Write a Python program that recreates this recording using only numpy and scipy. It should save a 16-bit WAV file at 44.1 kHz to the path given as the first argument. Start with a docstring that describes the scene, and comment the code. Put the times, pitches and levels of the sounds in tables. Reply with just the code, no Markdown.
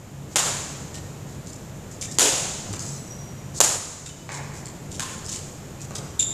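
"""Ventilation noise and low hums, then a racket crack at 0.36 s: a badminton rally in a large hard hall.
Four blows: noise bursts of milliseconds, repeated by floor, walls and roof, with a long reverberant tail.
Shoes stamp (dull noise puffs), scuff and tick (high hiss), and squeak (wavering harmonic tones).
The small microphone near the floor peaks at 7.1 kHz; its gain steps down after an overload and creeps back."""
import sys
import numpy as np
from scipy import signal
from scipy.fft import rfft, irfft
from scipy.io import wavfile
from scipy.ndimage import uniform_filter1d, map_coordinates

SR = 44100
rng = np.random.default_rng(int(sys.argv[2]) if len(sys.argv) > 2 else 0)


def dump_mix(stems):
    """Bounce the given channels to the path in sys.argv[1] as a 16-bit WAV at rate SR."""
    frames = np.atleast_2d(stems).T  # one column per channel
    limited = np.clip(frames, -1, 1)  # hard clip at full scale
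    pcm = np.round(limited * 32767).astype(np.int16)
    wavfile.write(sys.argv[1], SR, pcm)


N = 279373

# racket blows: (time [s], level [dB], distance [m], delay off floor [s], near wall [s], roof [s], side wall [s],
#   frame gain at 450 Hz [dB], cork at 1.2 kHz [dB], feathers at 3 kHz [dB], strings [dB], swish level [dB])
BLOWS = [(0.3588, 6.5, 5.87, 0.0038, 0.0082, .0315, 0.025, 2.5, 7.5, 7, -80, -53),
         (2.186, 4.5, 13.5, 0.00086, 0.0082, 0.022, .033, 6, 1.5, 7, -62, -65),
         (3.6039, 11.5, 4.63, 0.002, 0.0072, 0.039, 0.034, 2, 4.5, 2, -79, -41),
         (4.9959, -7.5, 7.1, 0.0013, 0.0078, 0.023, 0.03, -9, 11.5, 9.5, -33.5, -63)]
# spectrum common to all cracks: (frequency [Hz], gain [dB])
CRACK_SPECTRUM = [(100, -31), (300, -2), (600, 0), (1500, -4.5), (2200, -8), (5000, -2), (10000, -2),
                  (15000, -6)]
# string bed modes: (frequency [Hz], level [dB], t60 [s])
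STRING_MODES = [(1047, 2.5, 0.096), (1260, -16, 0.025), (1810, -3, 0.044)]
# feet landing on the sprung floor: (time [s], peak [dB], brightness [Hz], hall feed re direct [dB])
STAMPS = [(.96, -35.5, 196, -3), (2.086, -35, 293, -4), (2.70, -29.5, 198, -6), (2.738, -25, 1510, 4.5),
          (4.2918, -18.5, 1704, 7.5), (4.86, -33.5, 190, 9), (5.652, -46, 202, 10), (5.909, -32, 1090, 7),
          (5.957, -28.5, 1160, 3)]
# soles scraping: (time [s], length [s], level [dB], lowest frequency [Hz])
SCUFFS = [(0.942, 0.026, -45.5, 2870), (1.265, 0.11, -62.5, 3900), (1.462, 0.05, -53.5, 3950),
          (1.529, 0.0092, -48.5, 4900), (1.913, 0.029, -53, 4970), (2.019, 0.025, -41.5, 2370),
          (2.113, 0.014, -42.5, 4960), (2.729, 0.014, -41.5, 3700), (2.792, 0.19, -50, 4900),
          (4.06, 0.024, -42.5, 2010), (4.317, 0.054, -45, 3900), (4.537, 0.055, -53, 4800),
          (4.908, 0.06, -48, 2860), (5.245, 0.027, -50, 4520), (5.283, 0.019, -40, 3450),
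          (5.31, 0.065, -43.5, 4600), (5.805, 0.03, -51, 3900), (5.951, 0.019, -40.5, 3670),
          (6.193, 0.028, -38, 2420)]
# a sole's edge catching once: (time [s], peak [dB], lowest frequency [Hz])
TICKS = [(2.0126, -23, 5970), (2.0162, -23, 4940), (2.0255, -25, 2300), (2.794, -26.5, 4900),
         (4.657, -31, 4430), (4.672, -32, 2040), (5.285, -34, 3430), (5.328, -25, 2970), (5.343, -29, 2350),
         (5.3613, -25.5, 3000), (5.38, -42, 4750), (5.263, -28, 5000), (5.8163, -30.5, 6000),
         (5.908, -35.5, 2520), (5.959, -26, 3480)]
# rubber sticking and slipping on varnish: (time [s], length [s], loudest at share of length [0-1],
#   start slip rate [Hz], end slip rate [Hz], level [dB], step per overtone [dB], hall feed re direct [dB])
SQUEAKS = [(.945, 0.06, .4, 1826, 1850, -57, -14, -4), (2.082, 0.012, .4, 1820, 1810, -47, -8, -2),
           (2.785, 0.022, .5, 1060, 1084, -52, 1.5, 6), (2.805, 0.27, .25, 1985, 1960, -56, 1, -1),
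           (3.066, 0.08, .55, 5840, 5720, -52, -5, 1.5), (4.06, .014, .3, 3700, 3640, -43, -4, -4),
           (4.09, .02, .4, 2970, 2990, -51, -18, 0.5), (4.176, 0.033, .4, 2960, 2980, -60, -18, -3),
           (5.795, .012, .4, 2500, 2530, -54, -18, -3), (6.1915, 0.008, .72, 3950, 3430, -24, -1, 1)]
# what the sole radiates: (frequency [Hz], gain [dB])
SOLE_RADIATION = [(1000, -13), (3500, -1.5), (6000, 0), (9000, 0), (12000, -6.5), (16000, -60)]
# surface echoes of the shoes, by near wall, side wall and roof: (delay [s], gain [dB])
SHOE_ECHOES = [(.0097, -4.5), (0.0276, -8), (.031, -6)]
# hall decay: (frequency [Hz], t60 [s])
HALL_T60 = [(150, 0.41), (500, 1.45), (1400, 1.34), (3700, 1.205), (7000, 1.265), (12000, 0.8)]
# swell of the tail when the end wall answers: (frequency [Hz], added amplitude [dB])
END_WALL_SWELL = [(400, 1), (1200, -12), (3000, -16.5)]
# ventilation air noise shape: (frequency [Hz], relative level [dB])
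AIR_SPECTRUM = [(20, -17.5), (50, -12.5), (100, -4.5), (170, -6), (250, -13), (500, -18), (1500, -30.5),
                (2500, -34), (5000, -40.5), (10000, -43.5), (15000, -29)]
# narrow fan hums: (frequency [Hz], rms [dB], drift rate [knots/s])
FAN_HUMS = [(139.3, -45, 9.9), (96, -52.5, 14)]
# microphone response: (frequency [Hz], gain [dB])
MICROPHONE = [(20, 0), (4500, 4), (5800, 7.5), (7100, 15.5), (8300, 7.5), (10500, 0.5), (14000, -7.5)]

SOUND_M_PER_S = 343
FLOOR_DB, WALL_DB, ROOF_DB, SIDE_DB = -0.5, 0.8, -1.5, -0.3  # surface returns, spreading aside
HALL_EVEN_M, BUILD_UP_S = 3.42, 0.0097  # distance where hall energy equals the direct crack; its build-up
END_WALL_M, END_WALL_LASTS_S = 22.7, 0.064
SWISH_S, SWISH_HZ = 0.056, 4500
SCUFF_TOP_SHARE, GRIT_DB = 0.12, 4.5  # loudest at this share of the length; lumpiness
WAVER_SHARE, STEADY_S = 0.03, 0.03  # pitch waver limit for the shortest squeak; halved at STEADY_S
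TOP_HZ = 14000


def rackets():
    """Blows: swish of the head through air, then a crack with string ring, repeated by the surfaces."""
    out, t, swish_t = np.zeros(N), seconds(0.3), seconds(SWISH_S)
    ring = sum(amp(db - 60 * t / t60_s) * np.sin(2 * np.pi * hz * t) for hz, db, t60_s in STRING_MODES)
    for (time_s, db, metres, floor_s, wall_s, roof_s, side_s,
         frame_db, cork_db, feather_db, strings_db, swish_db) in BLOWS:
        end_wall_s = 2 * (END_WALL_M - metres) / SOUND_M_PER_S
        paths = metres / HALL_EVEN_M * hall(BUILD_UP_S, end_wall_s)
        arrivals = [(0, 0), (roof_s, ROOF_DB), (side_s, SIDE_DB)]
        for delay_s, loss_db in [(floor_s, FLOOR_DB), (wall_s, WALL_DB)]:
            # every path so far also goes by this surface
            arrivals = arrivals + [(at_s + delay_s, echo_db + loss_db) for at_s, echo_db in arrivals]
        for at_s, echo_db in arrivals:
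            # each arrival is smeared; short paths keep a sharp front
            scatter = noise(len(t)) * amp(-60 * t / 0.01) * (1 - np.exp(-t / 0.0002))
            scatter[0] = 9 * np.exp(-at_s / 0.006)
            scatter /= np.linalg.norm(scatter)
            spreading = metres / (metres + SOUND_M_PER_S * at_s)
            add(paths, at_s, amp(echo_db) * spreading * scatter)
        racket_gains = [(450, frame_db), (1200, cork_db), (3000, feather_db), (5500, 0.0038)]
        crack = coloured(coloured(paths, CRACK_SPECTRUM), racket_gains)
        strings = amp(strings_db) * signal.fftconvolve(paths, ring)[:len(paths)]
        add(out, time_s, amp(db) * (crack + strings))
        swish = hiss(noise(len(swish_t)), SWISH_HZ) * swell(swish_t, SWISH_S, 0.8)
        add(out, time_s - SWISH_S - 0.011, amp(swish_db) * swish)
    return out


def stamps():
    """Landing feet: low noise puffs, shorter when brighter; rows are direct sound and hall feed."""
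    out, t = np.zeros((2, N)), seconds(0.12)
    for time_s, db, hz, hall_db in STAMPS:
        puff = noise(len(t)) * amp(-60 * t * hz / 12) * (1 - np.exp(-t * hz))
        puff[1] = hz / 300  # one clean knock, stronger for a harder contact
        puff = coloured(puff, [(40, -25), (90, 0), (hz, -3), (hz * 4, -26), (hz * 16, -60)])
        add(out, time_s, amp([[db], [db + hall_db]]) * puff / np.abs(puff).max())
    return out


def squeaks():
    """Stick-slip: regular slips make a wavering tone with overtones; rows are direct sound and hall feed."""
    out = np.zeros((2, N))
    for time_s, length_s, top_share, hz, end_hz, db, step_db, hall_db in SQUEAKS:
        t = seconds(length_s)
        waver = WAVER_SHARE * STEADY_S / (STEADY_S + length_s)  # longer slides run steadier
        pitch_hz = np.linspace(hz, end_hz, len(t)) * (1 + waver * wobble(615, len(t)))
        phase = 2 * np.pi * np.cumsum(pitch_hz) / SR
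        tone = np.zeros(len(t))
        for k in range(1, 7):
            if k * hz < SR / 3:
                tone += amp(step_db * (k - 1) + along(SOLE_RADIATION, k * hz)) * np.sin(k * phase)
        # over a long slide the sole bites unevenly
        grip = amp(6 * length_s / (STEADY_S + length_s) * wobble(232, len(t)))
        squeak = unit(grip * tone) * swell(t, length_s, top_share) ** 2
        add(out, time_s, amp([[db], [db + hall_db]]) * squeak)
    return out


def scuffs():
    """Friction: high noise made lumpy by grit."""
    out = np.zeros(N)
    for time_s, length_s, db, hz in SCUFFS:
        t = seconds(length_s)
        lumps = amp(GRIT_DB * wobble(445, len(t)))
        scuff = hiss(lumps * noise(len(t)), hz) * swell(t, length_s, SCUFF_TOP_SHARE)
        add(out, time_s, amp(db) * scuff)
    return out


def ticks():
    """A sole's edge catches once: brief hiss plus a ring at its lowest note."""
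    out, t = np.zeros(N), seconds(0.01)
    for time_s, db, hz in TICKS:
        tick = hiss(noise(len(t)), hz) + 1.06 * np.sin(2 * np.pi * hz * t)
        tick *= amp(-60 * t / 0.0068)
        add(out, time_s, amp(db) * tick / np.abs(tick).max())
    return out


def hall(rise_s, wall_s):
    """Reverberation of energy 1: builds up, swells when the end wall answers, decays by band."""
    t = seconds(1.6)
    hz, frame_s, z = signal.stft(rng.standard_normal(len(t)), SR, nperseg=256)
    z = z * amp(-60 * frame_s / along(HALL_T60, hz)[:, None])
    answer = np.exp(-(2 * (frame_s - wall_s) / END_WALL_LASTS_S - 1) ** 4)
    z = z * (1 + amp(along(END_WALL_SWELL, hz))[:, None] * answer)
    tail = signal.istft(z, SR, nperseg=256)[1][:len(t)]
    tail *= 1 - np.exp(-(t / rise_s) ** 2)
    return tail / np.linalg.norm(tail)


def ventilation():
    """Broad air noise that drifts a little, plus fan hums of drifting amplitude and phase."""
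    air = unit(coloured(rng.standard_normal(N), AIR_SPECTRUM))
    out = air * amp(-39 + 0.4 * wobble(1.196, N))
    t = np.arange(N) / SR
    for hz, db, knots_per_s in FAN_HUMS:
        drift = 1 + wobble(knots_per_s, N) + 1j * wobble(knots_per_s, N)
        out += amp(db) * unit(np.real(drift * np.exp(2j * np.pi * hz * t)))
    return out


def amp(db):
    """dB to amplitude."""
    return 10 ** (np.asarray(db) / 20)


def unit(x):
    """Scales to rms 1."""
    return x / np.sqrt(np.mean(x ** 2) + 1e-20)


def along(points, hz):
    """Interpolates (frequency [Hz], value) points on a log frequency axis."""
    f, v = np.transpose(points)
    return np.interp(np.log(hz + 1), np.log(f + 1), v)


def seconds(length_s):
    """Time axis [s]."""
    return np.arange(round(length_s * SR)) / SR


def wobble(knots_per_s, size):
    """Smooth random curve through normally distributed knots."""
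    knots = rng.standard_normal(400)
    return map_coordinates(knots, [np.arange(size) * knots_per_s / SR], mode="wrap")


def noise(size):
    """White noise, at most 0.5 s."""
    return rng.standard_normal(SR // 2)[:size]


def coloured(x, points):
    """Causal minimum-phase filter with the gain of the (frequency [Hz], gain [dB]) points."""
    size = 8192
    cepstrum = irfft(np.log(amp(along(points, np.fft.rfftfreq(size, 1 / SR)))))
    cepstrum[1:size // 2] *= 2  # fold onto positive time
    cepstrum[size // 2 + 1:] = 0
    return signal.fftconvolve(x, irfft(np.exp(rfft(cepstrum))))[:len(x)]


def hiss(x, hz):
    """Keeps mainly the treble above hz, rms 1."""
    return unit(coloured(x, [(hz / 2, -24), (hz, 0), (8000, -2), (14000, -12)]))


def swell(t, length_s, top_share):
    """Rises from nothing, peaks at top_share of the length and fades."""
    skew = np.log(0.5) / np.log(np.clip(top_share, 0.05, 0.9))
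    return np.sin(np.pi * (t / length_s) ** skew) ** 0.29


def add(track, time_s, x):
    """Mixes x into the track from time_s."""
    part = track[..., round(time_s * SR):][..., :x.shape[-1]]
    part += x[..., :part.shape[-1]]


def scene():
    """Sums rackets, shoes with hall and surface echoes, and ventilation."""
    scrapes = (scuffs() + ticks()) * amp([[0], [-4]])  # direct, hall feed
    direct, hall_feed = stamps() + squeaks() + scrapes
    shoe_hall = signal.fftconvolve(hall_feed, hall(0.0018, 0.088))[:N]
    out = rackets() + direct + shoe_hall + ventilation()
    for delay_s, db in SHOE_ECHOES:
        add(out, delay_s, amp(db) * direct)
    return out[None]


def record(dry):
    """Microphone colour, delayed gain control, clipping, band limit."""
    x = coloured(dry[0], MICROPHONE)
    level_db = 10 * np.log10(np.abs(uniform_filter1d(x ** 2, size=220)) + 1e-12)
    creep_db = 9.9 * np.arange(N) / SR  # recovery at 9.9 dB/s
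    cut_db = np.clip(8 * (level_db + 8.5), 0, 8)
    cut_db[0] = 3  # starts turned down
    cut_db = np.maximum.accumulate(cut_db + creep_db) - creep_db
    cut_db = np.clip(cut_db, 0, 4.6)  # the deepest step, held a while
    late_cut_db = np.pad(cut_db, (round(0.14 * SR), 0), "edge")[:N]  # the control answers late
    x = np.clip(x * amp(-uniform_filter1d(late_cut_db, size=4000)), -1, 1)
    low_pass = signal.ellip(10, 0.3, 70, TOP_HZ, fs=SR, output="sos")
    return signal.sosfilt(low_pass, x)[None]


dry = scene()
out = record(dry)
dump_mix(out)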